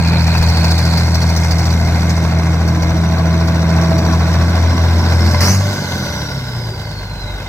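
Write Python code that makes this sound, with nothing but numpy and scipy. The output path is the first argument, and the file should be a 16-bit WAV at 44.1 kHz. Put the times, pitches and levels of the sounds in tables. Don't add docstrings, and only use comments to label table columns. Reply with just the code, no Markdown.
import sys
import numpy as np
from scipy import signal
from scipy.fft import rfft, irfft, next_fast_len
from scipy.io import wavfile
from scipy.ndimage import uniform_filter1d, map_coordinates

SR = 44100
rng = np.random.default_rng(int(sys.argv[2]) if len(sys.argv) > 2 else 0)


def voltage_ratio(decibels):
    exponent = np.asarray(decibels, float) / 20
    return 10 ** exponent


def put_to_file(sound):
    columns = np.atleast_2d(sound).T
    safe = np.clip(columns, -1, 1)
    whole_steps = np.round(safe * 32767)
    wavfile.write(sys.argv[1], SR, whole_steps.astype(np.int16))


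N = 329868
T = np.arange(N) / SR

# time in seconds, firing rate in Hz.
FIRING_RATE = [(0, 82.7), (.4, 81.9), (.9, 82.3), (2.4, 82.15), (3, 82.9), (4.2, 83.05), (4.55, 84.4),
               (5.1, 84.4), (5.38, 85.5), (5.5, 93.5), (5.6, 97.8), (5.72, 99.5), (6.15, 76.3),
               (6.45, 63.3), (6.75, 54.5), (7, 49), (7.2, 48.45), (7.48, 49.86)]
# time in seconds, nearness and effort in dB,
# open flank towards the phone (0-1 or a little over), coasting (0-1).
LOAD = [(0, -24, 0.63, 0), (.6, -23.5, 0.86, 0.23), (1.1, -24.5, 0.92, .12), (1.7, -24.5, 0.94, 0.2),
        (2.4, -25, 0.53, 0), (3.2, -24.5, 0.22, 0.17), (4, -23, 0.45, 0.03), (4.8, -22.5, 0.32, 0.42),
        (5.3, -22.5, 0.77, 0.34), (5.38, -23, .5, 0.43), (5.45, -21.5, 1.2, .2), (5.56, -28.5, 1.4, 0),
        (5.65, -25.5, 0.98, 0.9), (6, -25.5, .8, 0.93), (6.45, -30.5, 0.56, 0.97), (6.75, -31, 0.54, 0.97),
        (7.05, -33, 0.6, 0.83), (7.47, -31, 0.52, 0.8)]
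CYLINDER_PUFF_DB = [-1, 1, 0, 2, 3, -1]


def evened(x):
    return x / np.sqrt(np.mean(x ** 2) + 1e-20)


def read(points, hz):
    f, value = np.transpose(points)
    return np.interp(np.log(hz + 1), np.log(f + 1), value)


def curves(rows):
    s, *columns = np.transpose(rows)
    return [np.interp(T, s, column) for column in columns]


def noise():
    return rng.standard_normal(N)


def colour(x, points):
    size = next_fast_len(N)
    gain = voltage_ratio(read(points, np.fft.rfftfreq(size, 1 / SR)))
    return evened(irfft(rfft(x, size) * gain, size)[:N])


def wander(hz):
    knots = rng.standard_normal(2000)
    coarse = T[::32]
    drift = map_coordinates(knots, [coarse * 2 * hz], order=3)
    return np.interp(T, coarse, evened(drift))


def resonate(x, hz, width):
    pole = np.exp((2j * hz - width) * np.pi / SR)
    return evened(signal.lfilter([1], [1, -pole], x).real)


def crank():
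    return -.445 + np.cumsum(curves(FIRING_RATE)[0]) / SR


def slowing():
    return np.log2(curves(FIRING_RATE)[0] / 83)


def valve_gate(late, pattern_db, scatter_db, fall):
    turns = crank() - late + 6
    firing, part = turns.astype(int), turns % 1
    chance_db = scatter_db * rng.standard_normal(2000)[firing]
    size = voltage_ratio(np.asarray(pattern_db)[firing % 6] + chance_db)
    return evened(size * (1 - np.exp(-part / .09)) * np.exp(-part / fall))


def bump():
    s, db, length_s = .405, -6, 0.0026
    return voltage_ratio(db) * np.exp(-((T - s) / length_s) ** 2)


def roar():
    # frequency in Hz, level in dB.
    roar_colour = [(20, -37), (45, -26), (80, 3), (150, 1), (220, -3), (330, -8), (500, -10.5), (900, -44)]
    level_db, flank, coasting = curves(LOAD)
    scrub = np.clip((T - 1.54) / 0.34, 0, 1)
    level_db = level_db - 4 - 0.5 * flank - 2 * coasting + 3.5 * scrub
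    return voltage_ratio(level_db + 0.81 * wander(6)) * colour(noise(), roar_colour)


def fan():
    order = 1.557
    level = voltage_ratio(-33 - 23 * abs(slowing()) + 0.9 * wander(0.93))
    return np.sqrt(2) * level * np.cos(2 * np.pi * order * crank() + 1.2)


def block():
    knock_db = [-1, -1, -2, 1, 4, 1]
    # frequency in Hz, level in dB.
    loaded_colour = [(200, -7), (350, -6), (480, -4), (650, 1.5), (1000, -1), (1230, -8), (1570, -1),
                     (1800, -9), (2070, -8.5), (2500, -10), (3000, -20), (4000, -9), (7000, -49)]
    # frequency in Hz, level in dB.
    coasting_colour = [(200, -3), (350, -9.5), (480, -0.5), (650, -3), (1000, 0.5), (1230, -18),
                       (1500, 4.5), (1800, -13.5), (2070, -9.5), (2400, -16.5), (3000, -10.5), (3700, -9.5),
                       (5000, -15.5), (8000, -30)]
    # frequency in Hz, width in Hz, level against the clatter in dB, time of its peak in
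    # seconds, spread in seconds.
    panels = [(300, 45, -15, 2.5, 1.3), (650, 5.3, -8, 3.56, 0.92), (666, 79, -14, 2, 1.4),
              (926, 8.9, -11, 0.69, 0.66), (1010, 2.8, -12.5, 4, 1.5), (1122, 17.8, -15, 4.6, 2.9),
              (1640, 24, -29, 7.43, 0.56), (1425, 22, -10, 6.24, 0.26), (2076, 21, -13, 7.1, 4),
              (2114, 54, -12.5, 1.6, 1.3), (2440, 160, -9, 0.19, 0.66), (593, 12.4, -10, 6.3, 1.4),
              (970, 210, -16, 7.13, 0.37), (371, 6.6, -6, 6.7, 0.11), (3900, 140, -11, 6.3, 0.6),
              (4400, 120, -12, 5.8, 0.65), (4970, 44, -12, 6.1, 1.4), (4400, 200, -4.5, 0.8, 0.62),
              (149.4, 15, -3, 6.9, 0.57), (318, 9, -6, 3.3, 1.15), (2540, 140, -20, 7.3, 0.47)]
    clatter_db, _, coasting = curves(LOAD)
    gate = .75 + .37 * valve_gate(.35, knock_db, 2, .5)
    fresh = noise()
    cycle_part = crank() / 6 % 1
    alike = rng.standard_normal(3200)[(cycle_part * 3200).astype(int)]
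    share = .35 * (1 - coasting)
    knock = gate * (np.sqrt(1 - share) * fresh + np.sqrt(share) * alike)
    out = (1 - coasting) * colour(knock, loaded_colour) + coasting * colour(knock, coasting_colour)
    for hz, width, db, s, spread in panels:
        facing = np.exp(-((T - s) / spread) ** 2)
        out += voltage_ratio(db) * facing * resonate(knock, hz, width)
    return voltage_ratio(clatter_db - 0.01 + 0.66 * wander(9)) * out


def hiss():
    # frequency in Hz, level in dB.
    hiss_colour = [(1200, -7), (2100, -5), (3000, -28), (3700, -14.5), (4500, -2), (5200, -2.5),
                   (5800, -2.5), (6500, -10), (7500, -11), (8500, -14), (10000, -23), (12000, -15),
                   (15600, -28), (16000, -60)]
    level_db, flank, coasting = curves(LOAD)
    level_db = level_db - 15.5 + 11 * flank
    chopped = np.clip(0.99 - 0.27 * T, .45, 1) * (1 - 0.69 * coasting)
    gate = 1 - chopped + chopped * valve_gate(.45, CYLINDER_PUFF_DB, 1.4, .45)
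    return voltage_ratio(level_db + 0.74 * wander(8.6)) * colour(gate * noise(), hiss_colour)


def leaks():
    leaking_firing, db, scatter_db, until_s = 3.5, -21, 1, 5.35
    cycles = np.floor((crank() - leaking_firing) / 6)
    s = T[1:][np.diff(cycles) > 0]
    chance = rng.standard_normal((200, 2))[:len(s)]
    ring_hz = np.where(chance[:, 1] > 0, 4470, 5800)
    rows = np.c_[s, db + scatter_db * chance[:, 0], ring_hz]
    return list(rows[s < until_s])


def spits():
    # start in seconds, peak in dB, ring in Hz.
    loud_spits = [(0.0724, -11.5, 4290), (0.2199, -15, 4150), (0.2683, -19, 4140), (0.372, -10, 4400),
                  (0.4244, -12, 4390), (0.4873, -16, 5300), (0.5706, -15, 4530), (0.64, -9.5, 4460),
                  (0.7068, -10.5, 4400), (0.779, -9, 4400), (0.852, -19, 5000), (0.9737, -9, 4730),
                  (1.145, -9, 5440), (1.2166, -13, 4320), (1.2915, -16, 4160), (1.362, -9.5, 5870),
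                  (1.509, -9, 4760), (1.5836, -12.5, 5800), (1.6546, -17, 5700), (1.702, -14, 5740),
                  (1.849, -17.5, 5730), (2.093, -13.5, 6300), (2.676, -18, 5810), (2.821, -16.5, 5940),
                  (3.4735, -19, 5820), (3.8127, -16.5, 5800), (3.9806, -17, 5770), (4.136, -22, 5770),
                  (4.3286, -17.5, 5850), (5.3103, -12, 5420)]
    # frequency in Hz, level in dB.
    spit_colour = [(900, -12), (2000, -6.5), (3100, -17), (4500, 2.5), (6000, -4), (7500, -15.5),
                   (10000, -21), (15600, -14), (16000, -60)]
    out = np.zeros(N)
    t = np.arange(2600) / SR
    swell = (1 - np.exp(-t / 0.0006)) * np.exp(-(t / 0.022) ** 2)
    air = colour(noise(), spit_colour)
    for s, db, hz in list(loud_spits) + leaks():
        at = round(s * SR)
        puff = air[at:at + len(t)]
        puff = puff + .6 * resonate(puff, hz, 450)
        out[at:at + len(t)] += voltage_ratio(db - 14.5) * swell * puff
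    return out


def rush():
    # time in seconds, level in dB.
    rush_level = [
        (5.403, -70),
        (5.408, -14.5),
        (5.45, -17.5),
        (5.5, -19.5),
        (5.545, -21),
        (5.58, -28),
        (5.65, -53),
    ]
    # frequency in Hz, level in dB.
    rush_colour = [(500, -7.5), (1000, -4.5), (2000, -8.5), (3000, -11.5), (3600, -30), (4300, -7.5),
                   (5500, -2), (7000, -17), (10000, -18), (15600, -20.5), (16000, -60)]
    is_open = (T > 5.403) * (T < 5.65)
    level = voltage_ratio(curves(rush_level)[0] + 0.54 * wander(60)) * is_open
    return level * colour(noise(), rush_colour)


def turbo():
    # time in seconds, blade tone in Hz, level in dB.
    whistle = [(0, 4330, -27), (.9, 4510, -33), (1.1, 5870, -36), (2.5, 5850, -38), (4.5, 5700, -34.5),
               (5, 5450, -33), (5.39, 5250, -27.5), (5.42, 5200, -25), (5.5, 6150, -16), (5.57, 6470, -30),
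               (5.7, 6400, -37.5), (6.05, 5980, -34), (6.25, 5690, -33.5), (6.4, 5350, -34.5),
               (6.65, 4950, -36), (6.95, 4400, -37.5), (7.25, 3990, -35), (7.48, 3700, -38)]
    # time in seconds, fuzz in Hz.
    unsteadiness = [
        (.9, 300),
        (1.1, 167.2),
        (5.39, 172.6),
        (5.42, 111),
        (5.5, 110),
        (5.7, 40.1),
    ]
    (hz, db), (fuzz,) = curves(whistle), curves(unsteadiness)
    angle = 2 * np.pi * np.cumsum(hz + fuzz * wander(120)) / SR
    first_fade_s, period_s, depth_db = 6.5, 0.304, 3.1
    flutter = np.cos(2 * np.pi * (T - first_fade_s) / period_s) * (T > first_fade_s - period_s / 4)
    db = db - depth_db * flutter
    pumped = 0.23 + .5 * valve_gate(0.72, CYLINDER_PUFF_DB, 0.72, 0.28)
    pumped = np.where(T > 5.7, .7 + .3 * pumped, pumped)
    octave = voltage_ratio(-13 + np.minimum(hz - 6000, 0) / 40) * (T > 5.65)
    tone = np.cos(angle) + octave * np.cos(2 * angle)
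    return np.sqrt(2) * voltage_ratio(db + 2.3 * wander(30)) * pumped * tone


def half_order_db():
    loaded = -22 - T
    slowed = -29 + 13 * np.minimum(slowing(), 0)
    half = np.where(T > 5.57, slowed, loaded)
    stumble = np.exp(-((T - 5.32) / .055) ** 2)
    return half + (-18 - half) * stumble


def stack():
    # time in seconds, firing tone in dB,
    # bite of the pulses (octave against the firing tone) in dB.
    boom = [(0, -14.5, -2.5), (.5, -13, -5.5), (1.75, -14.5, -6), (3, -15.5, -2.5), (3.75, -14.5, -1),
            (4.25, -14, -4.5), (4.5, -12, -11.5), (5.28, -11.5, -16.5), (5.36, -15, -20),
            (5.42, -11.5, -24), (5.5, -12, -6.5), (5.69, -14, -14), (5.74, -26, -4.5), (6.3, -30, 1),
            (6.55, -34, 9.5), (6.75, -35.5, 10), (6.97, -32, 2), (7.07, -28.5, -3.5)]
    # order in sixths of the firing rate,
    # level against the clatter in dB.
    uneven = [(3, -28), (4, -17.5), (5, -19.5), (7, -28), (8, -21.5), (10, -44), (11, -19), (13, -18.5),
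              (14, -9.5), (15, -11), (16, -12.5), (17, -19.5), (18, -15.5), (21, -20.5), (22, -16.5),
              (24, -16)]
    angle = 2 * np.pi * crank()
    first, bite = curves(boom)
    second = first + bite
    clatter_db, _, coasting = curves(LOAD)
    loose = 1 + 1.66 * coasting
    out = voltage_ratio(first + 0.75 * loose * wander(14)) * np.cos(angle + 0.053 * wander(10))
    half_level = voltage_ratio(half_order_db() + 1.3 * loose * wander(9))
    out += half_level * np.cos(3 / 2 * angle - .2 + .15 * wander(8))
    second_phase = .9 + 2 * (1 - coasting) + .1 * wander(8)
    out += voltage_ratio(second + 1.1 * loose * wander(12)) * np.cos(2 * angle + second_phase)
    for sixth, db in uneven:
        level = voltage_ratio(clatter_db + db - 2.0 * coasting + 4.3 * wander(4))
        out += level * np.cos(sixth / 6 * angle + sixth % 6 + 0.66 * loose * wander(3))
    return np.sqrt(2) * out


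def scene():
    air = roar() + fan() + hiss() + spits() + rush()
    return np.tile(bump() + air + block() + turbo() + stack(), (2, 1))


def low_pass(x):
    return signal.sosfilt(signal.butter(12, 16000, fs=SR, output="sos"), x)


def record(dry):
    # frequency in Hz, likeness (0-1).
    likeness = [(60, 0.96), (170, 1), (340, 0.9), (700, 0.66), (1500, 0.42), (3000, 0.46), (6000, 0.33),
                (15000, 0.12)]
    # frequency in Hz, left minus right in dB.
    tilt = [(100, 5.5), (170, -2.5), (350, -1), (700, 1.5), (1300, -1), (2400, -0.5), (4400, -3.5),
            (8100, 2.5), (15000, -2.5)]
    # time in seconds, lead of the left port in ms.
    left_lead = [(0, 0.13), (2.5, 0.14), (4, .14), (5.5, 0.15), (7.48, .15)]
    hz, t, z = signal.stft(dry[0], SR, nperseg=256, noverlap=192)
    same = read(likeness, hz)[:, None]
    drift = rng.standard_normal((len(t), len(hz), 2)).T
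    drift = uniform_filter1d(uniform_filter1d(drift, size=3, axis=2), size=3, axis=1)
    scattered = np.exp(1j * np.angle(drift[0] + 1j * drift[1]))
    treble = np.clip((hz[:, None] - 700) / 2300, 0, 1)
    lead_s = np.interp(t, *np.transpose(left_lead)) / 1000 * treble
    apart = voltage_ratio(read(tilt, hz)[:, None] / 2) * np.exp(1j * np.pi * hz[:, None] * lead_s)
    common = np.sqrt((1 + same) / 2)
    own = np.sqrt((1 - same) / 2) * scattered
    pair = np.array([z * (common + own) * apart, z * (common - own) / apart])
    x = signal.istft(pair, SR, nperseg=256, noverlap=192)[1][:, :N]
    side = signal.sosfiltfilt(signal.butter(2, 65, "high", fs=SR, output="sos"), x[0] - x[1])
    x = (x.sum(0) + np.array([side, -side])) / 2
    x = signal.sosfilt(signal.butter(2, 28, "high", fs=SR, output="sos"), x)
    treble_cut = signal.firwin(255, 16300, fs=SR)[None]
    x = signal.oaconvolve(np.clip(x, -1, 1), treble_cut, "same")
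    return low_pass(x)


dry = scene()
out = record(dry)
put_to_file(out)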